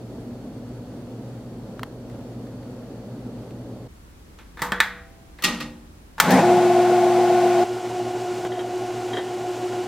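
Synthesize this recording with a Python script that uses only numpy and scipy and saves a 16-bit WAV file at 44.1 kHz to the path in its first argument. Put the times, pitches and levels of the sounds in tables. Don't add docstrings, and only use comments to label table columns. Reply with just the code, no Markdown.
import sys
import numpy as np
from scipy import signal
from scipy.fft import rfft, irfft
from scipy.io import wavfile

SR = 44100
rng = np.random.default_rng(int(sys.argv[2]) if len(sys.argv) > 2 else 0)


def generate_wav(signal):
    frames = np.transpose(np.atleast_2d(signal))
    scaled = np.clip(frames, -1, 1) * 32767
    pcm = np.round(scaled).astype(np.int16)
    wavfile.write(sys.argv[1], SR, pcm)


N = 435282
T = np.arange(N) / SR
FREQ = np.maximum(np.arange(N // 2 + 1) * SR / N, 1)

START_S, CHUCK_S = 6.21, 7.64
CHUCK_TURN_HZ = 6.52

# f/Hz, half-width/Hz, level/dB
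HEADSTOCK = [(214, 77, -8.5), (363, 60, -9.5), (508, 75, -6), (700, 44, 6), (748, 35, 4.5), (787, 13, -18),
             (1010, 59, -12), (1446, 43, -11.5)]
# f/Hz, half-width/Hz, level/dB
MOUNT = [(187, 33, -0.5), (253, 12, 0), (362, 55, -10), (495, 62, -8), (622, 54, -7), (824, 40, -4.5),
         (955, 130, -12), (1760, 250, -20.5)]


def lathe_start(clatter_db=-25, rumble_db=-28, growl_db=-3, groan_db=0, slot_db=-7, throb_db=3,
                pan_db=.5, lumpy_db=1.0):
    # multiple of the shaft rate, level/dB; the mesh, its harmonics and their sidebands
    gear_rows = [(16, -41), (32, -36.5), (44, -42), (48, -19.5), (49, -40), (90, -31), (91, -31), (92, -36),
                 (94, -33), (96, -26), (99, -34), (100, -33.5), (144, -42.5), (197, -46)]
    # f/Hz, level per Hz/dB
    casing_colour = [(500, -28.5), (850, 3.5), (938, -18), (1100, -9), (1240, -14.5), (1460, -11),
                     (1630, -15.5), (2140, -14), (3240, -19.5), (8140, -28), (10000, -34.5), (15000, -39),
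                     (16000, -41)]
    # f/Hz, half-width/Hz, level/dB
    motor_shell = [(1450, 170, -3), (1850, 100, 0), (2200, 170, -4), (2540, 120, -6)]
    mesh_hz, teeth = 357.9, 48
    casing_db, strained_casing_db = -30, -19.5

    speed, strain, load_db = run_up()
    turns = np.cumsum(mesh_hz * speed) / SR / teeth
    turns = turns - np.interp(7.19, T, turns) + 0.000384 * walk(6.0)
    body, mount, casing = resonances(HEADSTOCK), resonances(MOUNT), colour(casing_colour)

    throb = undb(throb_db * np.cos(2 * np.pi * turns))
    clatter = throb * (undb(clatter_db) * tooth_errors(turns, body) + undb(rumble_db) * noise(body))
    whine = gear_tones(turns, gear_rows, 0.0806) * speed ** 4
    gears = (whine + clatter) * undb(load_db)

    repeating = tooth_errors(turns, casing / (1 + (FREQ / 5000) ** 2))
    scrape = noise(casing) + undb(-6.5) * repeating
    scrape = scrape * (undb(casing_db) + strain * undb(strained_casing_db))

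    mesh_phase = 2 * np.pi * teeth * turns
    rough_mesh = np.sin(mesh_phase + 1.1 * walk(50))
    groan = undb(groan_db) * irfft(rfft(rough_mesh) * mount, N)
    slot_tone = np.sin(8 * mesh_phase + 1.1 * walk(110)) * np.sqrt(1 - speed ** 2)
    slots = undb(slot_db) * irfft(rfft(slot_tone) * resonances(motor_shell), N)
    lumps = undb(lumpy_db * walk(40))
    growl = strain * ((undb(growl_db) * noise(mount) + groan) * lumps + slots)
    return (gears + scrape + growl) * between(START_S, CHUCK_S) * undb([[pan_db], [-pan_db]])


def run_up():
    kick_share, run_up_s = .385, .23
    strain_db, rise_db, attack_s, hold_s, t60_s = -11.5, 18.5, 0.1, 0.19, 0.25
    linger_db, linger_t60_s = -5.5, 1.2
    gear_db, gear_db_per_octave, sag_db_per_s = 3, 16, 1.56

    t, eased = since(START_S), since(START_S + hold_s)
    speed = kick_share ** np.maximum(1 - t / run_up_s, 0)
    attack = undb(strain_db - rise_db * np.maximum(1 - t / attack_s, 0))
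    release = np.maximum(fade(eased, t60_s), undb(linger_db) * fade(eased, linger_t60_s))
    load_db = gear_db + gear_db_per_octave * np.log2(speed) - sag_db_per_s * t
    return speed, attack * release, load_db


def lathe_chuck(gears_db=0, clatter_db=-42, rumble_db=-39, rattle_db=3, wind_db=-39.5, gust_db=1.6):
    # multiple of the shaft rate, level/dB
    gear_rows = [(49, -45.5), (53, -39), (54, -29.5), (55, -59), (56, -40), (107, -40), (108, -40.5),
                 (160, -54), (214, -53), (431, -56)]
    # f/Hz, level per Hz/dB
    hiss_colour = [(500, -16), (850, 3), (882, -5), (1100, -3.5), (1200, -10), (1440, -5.5), (1630, -10),
                   (2830, -11), (3620, -14.5), (7380, -17.5), (11500, -29.5), (15000, -32), (16000, -39)]
    # f/Hz, level per Hz/dB
    wind_colour = [(25, -13), (80, -8), (130, 0), (200, -5.5), (280, 5.0), (380, 7.5), (550, 2.0),
                   (820, 4), (1100, -30), (4000, -56)]
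    shaft_hz, hiss_level_db = 361.8 / 54, -39

    turns = shaft_hz * (T - 8.15) + .0008 * walk(7.3)
    hiss_dip_db, gear_dip_db = dips()
    body = resonances(HEADSTOCK)
    gears = gear_tones(turns, gear_rows, 0.22) * undb(gears_db + gear_dip_db + 1.2 * walk(8))
    hum = chuck_hum() * undb(gear_dip_db + 1.5 * walk(4))
    rattle = undb(rumble_db + rattle_db * walk(40)) * noise(body, side_db=-9.5)
    clatter = undb(clatter_db) * tooth_errors(turns, body) + rattle
    gusts = gust_db * np.cos(2 * np.pi * CHUCK_TURN_HZ * (T - 8.21))
    wind = undb(wind_db + gusts) * noise(colour(wind_colour), side_db=8.5)
    hiss = noise(colour(hiss_colour), side_db=-9.5) * undb(hiss_level_db + hiss_dip_db + .5 * walk(25))
    return (gears + hum + clatter + wind + hiss) * between(CHUCK_S - .005, 20)


def dips():
    # t/s, hiss level/dB, gear level/dB
    dip_rows = [(8.47, -5, -3.5), (9.19, -2.5, -5)]
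    fall_s, recover_s = 0.0097, 0.23
    total = 0
    for s, *depths_db in dip_rows:
        course = np.minimum(since(s) / fall_s, 1) * np.exp(-since(s) / recover_s)
        total = total + np.outer(depths_db, course)
    return total


def chuck_hum():
    # f/Hz, level/dB, level/dB of a sideband one chuck rate lower
    hum_rows = [(122, -49, -44.5), (243.5, -48, -52.5)]
    t = T - 8.21
    hum = 0
    for hz, db, sideband_db in hum_rows:
        hum = hum + undb(db) * np.cos(2 * np.pi * hz * t)
        hum = hum + undb(sideband_db) * np.cos(2 * np.pi * (hz - CHUCK_TURN_HZ) * t)
    return np.sqrt(2) * hum


def tooth_errors(turns, gain, size=8192):
    wheel = irfft(np.exp(2j * np.pi * rng.random(size // 2 + 1)))
    return shape(np.interp(turns % 1 * size, np.arange(size), wheel), gain)


def gear_tones(turns, rows, scatter):
    mesh = round(max(rows, key=lambda row: row[1])[0])
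    tones = 0
    for k, db in rows:
        phase = scatter * (round(k) - mesh) * rng.uniform(-1, 1)
        tones = tones + undb(db) * np.sqrt(2) * np.cos(2 * np.pi * (round(k) * turns + phase))
    return tones


def clicks(ring_db=-11, ring_growth=0.2, dull_t60=.52, bright_t60=0.26, contact_db=1, contact_t60=0.0062,
           crack_db=-2):
    # f/Hz, level per Hz/dB
    plastic = [(60, -50), (160, -9), (330, -16), (620, -16), (850, -11.5), (1200, -7.5), (1800, -8.5),
               (2800, -17), (3800, -14.5), (6000, -22.5), (8300, -22), (10500, -29.5), (13700, -23),
               (16000, -34)]
    # f/Hz, level/dB, t60/s
    housing_modes = [(187, -0.5, 1.1), (487, 1, 1.13), (667.5, -12, 2.8), (780, -14, 2.3), (856, 6.5, 0.25),
                     (915, 11, 0.18), (1344, -9.5, .35), (1506, 1, 0.44), (1570, -17, 0.34),
                     (1755, 17.5, 0.1), (1900, -10, 0.59), (1906, -15, 0.68), (1944, 2, 0.21),
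                     (2390, -14.5, 0.56), (3370, -1, 0.33), (4107, -14.5, 0.56)]
    # t/s, level/dB, pitch f/Hz
    tick_rows = [(1.794, -35.5, 1200), (1.832, -24, 1190), (2.099, -47, 2150), (2.469, -49, 2300),
                 (2.63, -50, 2500), (3.508, -45, 2600)]
    # t/s, level/dB, pitch f/Hz
    touch_rows = [(4.387, -50, 2950), (4.572, -45.5, 1800), (4.592, -41.5, 1800), (5.386, -47.5, 2090),
                  (6.181, -37.5, 950)]
    # t/s, level/dB, room tail/dB, treble/dB, bass/dB, pitch f/Hz
    snap_rows = [(4.619, -22, -8.5, 6.5, 9.5, 1010), (4.720, -15, -13, -11.5, 3.5, 1700),
                 (4.803, -6, -15, -7, -11.5, 1930), (6.2004, -5.5, -17.5, 7, -6.5, 1120)]

    out, t = np.zeros((2, N)), T[:SR]
    crack_noise, bright = noise(colour(plastic), side_db=-8.5), noise(colour(plastic), side_db=2.5)
    dull = noise(colour(plastic) / (1 + (FREQ / 3000) ** 2), side_db=2.5)
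    contact_noise = noise(colour(plastic) * (1 + FREQ / 7000), side_db=-13)

    def click(s, db, hz, t60, tail_db, treble_db, bass_db, pitch_db, overtone):
        housing = undb(ring_db + ring_growth * db) * ring(housing_modes)
        tail = stretch(bright) * fade(t, bright_t60) * undb(-2)
        tail = tail + stretch(dull) * fade(t, dull_t60) * undb(-4.5) + housing
        contact = undb(contact_db) * stretch(contact_noise) * fade(t, contact_t60)
        crack = undb(crack_db) * stretch(crack_noise) * fade(t, t60)
        onset = 1 - np.exp(-t / 0.00014)
        snap = (contact + crack + undb(tail_db) * tail) * onset
        add(out, s, undb(db) * tone(knock(snap, hz, pitch_db, overtone), treble_db, bass_db))

    for s, db, hz in tick_rows:
        click(s, db, hz, t60=0.023, tail_db=-34, treble_db=-6.5, bass_db=5, pitch_db=7.5, overtone=2.57)
    for s, db, hz in touch_rows:
        click(s, db, hz, t60=0.13, tail_db=-0.5, treble_db=-6, bass_db=6.5, pitch_db=7.5, overtone=2.0)
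    for s, db, tail_db, treble_db, bass_db, hz in snap_rows:
        click(s, db, hz, t60=0.038, tail_db=tail_db, treble_db=treble_db, bass_db=bass_db,
              pitch_db=7.0, overtone=1.93)
    return out


def contactor(ring_db=-9, boom_db=-13, boom_t60=0.7, tick_db=-14, tick_t60=0.05):
    # f/Hz, level per Hz/dB
    cabinet = [(59, -46), (100, -27.5), (181, -2), (398, -19), (502, -13), (818, -22), (1200, -6),
               (1650, -16), (1870, -12), (2130, -10.5), (2750, -10), (3050, -11.5), (4200, -14),
               (13200, -35.5), (16000, -47)]
    # f/Hz, level/dB, t60/s
    panel_modes = [(146.8, -3, 0.94), (182.6, -3.5, .8), (232, -2, 0.96), (299, -1.5, 0.9), (362, -9, 0.95),
                   (514, -6.5, 0.73), (1200, -1, 0.25), (1240, 1.5, 0.24), (1873, -5, 0.45),
                   (1900, 4, 0.22), (2500, -12, .4), (2720, -3.5, 0.34), (3400, -7, 0.17), (3700, -5, 0.23),
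                   (4285, -2, 0.19), (4506, -13, 0.23)]
    # t/s, level/dB, rise/s, t60/s, treble/dB, bass/dB
    knock_rows = [(5.422, -33.5, 0.0016, 0.1, 10, -2), (5.436, -16, 0.0035, 0.17, 8.5, -7),
                  (5.464, -26.5, 0.0034, 0.54, 0, 6), (5.602, -29, 0.0017, 0.21, -1.5, 0),
                  (6.304, -36, 0.0023, .25, 26, -2)]

    out, t = np.zeros((2, N)), T[:SR]
    clatter = noise(colour(cabinet), side_db=3) * undb(1.6 * walk(250))
    boom = noise(resonances(MOUNT))
    ticks = noise(resonances([(13600, 2100, 0)]), side_db=-8) * undb(4 * walk(400))
    for s, db, rise, t60, treble_db, bass_db in knock_rows:
        blow = stretch(clatter) * fade(t, t60)
        blow = blow + undb(tick_db) * stretch(ticks) * fade(t, tick_t60)
        blow = blow + undb(ring_db) * ring(panel_modes)
        blow = blow + undb(boom_db) * stretch(boom) * fade(t, boom_t60)
        add(out, s, undb(db) * tone(blow * (1 - np.exp(-t / rise)), treble_db, bass_db))
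    return out


def slide(t60=0.16, rub_db=-1, ring_db=-9, bump_t60=0.11):
    # t/s, level/dB
    clink_rows = [(8.452, -42), (8.518, -34), (8.551, -41), (8.591, -32), (9.132, -26), (9.169, -24.5),
                  (9.182, -29), (9.278, -39)]
    # f/Hz, half-width/Hz, level/dB
    slide_resonances = [(380, 90, 9), (900, 400, -3), (1720, 190, -1), (3200, 190, -4), (3700, 180, -10)]
    # f/Hz, level/dB, t60/s
    steel_modes = [(1810, -2, 0.18), (2000, -4, 0.23), (3200, 6, 0.087), (3320, -9, 0.091),
                   (3850, -2, 0.089)]
    # t/s, level/dB
    bump_rows = [(8.45, -24.5), (9.73, -30)]

    out, t = np.zeros((2, N)), T[:SR]
    rub, body = noise(resonances(slide_resonances)), noise(resonances(MOUNT))
    for s, db in clink_rows:
        clink = undb(rub_db) * stretch(rub) * fade(t, t60) + undb(ring_db) * ring(steel_modes)
        add(out, s, undb(db) * clink * (1 - np.exp(-t / 0.0011)))
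    for s, db in bump_rows:
        add(out, s, undb(db) * (stretch(body) + stretch(rub)) / 2 * fade(t, bump_t60))
    return out


def workshop():
    # f/Hz, level per Hz/dB
    fan_colour = [(41, -36), (70, -30), (80, -21), (113, -0.5), (159, -10.5), (244, -1), (336, -10.5),
                  (506, -10.5), (1070, -29), (1370, -31.5), (2270, -41), (4580, -43), (4910, -44.5),
                  (14300, -53), (16000, -59)]
    # f/Hz, level/dB
    fan_tones = [(52, -55.5), (119.5, -42.5), (241, -48), (248, -50.5), (4330, -76.5), (4600, -77)]
    # f/Hz, level per Hz/dB
    room_colour = [(13, -50), (22, -18.5), (37, -13.5), (59, -6.5), (87, -15.5), (103, -19.5), (319, -24),
                   (347, -26.5), (409, -28.5), (636, -35), (988, -36.5), (3610, -46), (10000, -50.5),
                   (16000, -55)]
    fan_off_s, room_end_s, fan_db, room_db = 3.877, 6.45, -37, -46

    tones = 0
    for hz, db in fan_tones:
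        wavering = np.sin(2 * np.pi * hz * T + 0.59 * walk(2.3))
        tones = tones + undb(db) * np.sqrt(2) * wavering * undb(1.1 * walk(2.2))
    rush = noise(colour(fan_colour), side_db=12.5) * undb(fan_db + .5 * walk(8.5))
    room = noise(colour(room_colour), side_db=27.0) * undb(room_db)
    fan_on = between(-1, fan_off_s)
    room_gate = between(fan_off_s, room_end_s) + undb(-5.5) * fan_on
    return (rush + tones) * fan_on + room * room_gate


def ring(modes):
    t = T[:SR]
    total = 0
    for hz, db, t60 in modes:
        mode = fade(t, t60) * np.sin(2 * np.pi * (hz + rng.normal(0, 1)) * t)
        total = total + undb(db) * mode * rng.choice([-1, 1])
    return total


def knock(x, hz, db, overtone, octaves=0.46, overtone_db=5, overtone_octaves=0.15):
    above = np.log2(np.arange(1, SR // 2 + 2) / hz)
    lift = db * np.exp(-(above / octaves) ** 2)
    lift = lift + overtone_db * np.exp(-((above - np.log2(overtone)) / overtone_octaves) ** 2)
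    return irfft(rfft(x) * undb(lift), SR)


def tone(x, treble_db, bass_db):
    f = np.arange(SR // 2 + 1)
    treble = treble_db * f ** 2 / (f ** 2 + 5000 ** 2)
    bass = bass_db / (1 + (f / 700) ** 2)
    x = irfft(rfft(x) * undb(treble + bass), SR)
    x = signal.sosfilt(signal.butter(3, 125, "high", fs=SR, output="sos"), x)
    return x * np.minimum(2 - 2 * T[:SR], 1) ** 2


def noise(gain, side_db=0):
    # f/Hz, side minus mid level/dB
    width = [(30, -59), (100, -37), (300, -34), (700, -26.5), (1400, -20), (2800, -13), (4500, -8.5),
             (8000, 2.5), (15000, 5.5)]
    mid, side = rfft(rng.standard_normal((2, N))) * gain
    side = side * np.minimum(colour(width) * undb(side_db), 1.1)
    mid, side = irfft(mid, N), irfft(side, N)
    return unit(np.array([mid + side, mid - side]))


def walk(rate):
    return shape(rng.standard_normal(N), np.exp(-(FREQ / rate) ** 2))


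def colour(points):
    hz, db = np.transpose(points)
    return undb(np.interp(np.log(FREQ), np.log(hz), db))


def resonances(rows):
    power = 0
    for hz, width, db in rows:
        detuning = (FREQ - hz ** 2 / FREQ) / (2 * width)
        power = power + undb(db) ** 2 / (1 + detuning ** 2) ** 2
    return np.sqrt(power)


def shape(x, gain):
    return unit(irfft(rfft(x) * gain, N))


def unit(x):
    return x / np.sqrt(np.mean(x ** 2))


def undb(db):
    return 10 ** (np.asarray(db) / 20)


def fade(t, t60):
    return np.exp(-np.log(1000) * t / np.maximum(t60, 1e-3))


def since(s):
    return np.maximum(T - s, 0)


def between(start, end):
    return np.clip((T - start) * 100, 0, 1) * np.clip((end - T) * 100 + .5, 0, 1)


def stretch(x):
    i = rng.integers(N - SR)
    return x[:, i:i + SR]


def add(out, s, x):
    i = int(s * SR)
    out[:, i:i + x.shape[1]] += x[:, :N - i]


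def scene():
    return lathe_start() + lathe_chuck() + clicks() + contactor() + slide() + workshop()


def record(dry):
    top_cut = signal.ellip(10, .2, 80, 16000, fs=SR, output="sos")
    return signal.sosfilt(top_cut, np.clip(dry, -1, 1))


dry = scene()
out = record(dry)
generate_wav(out)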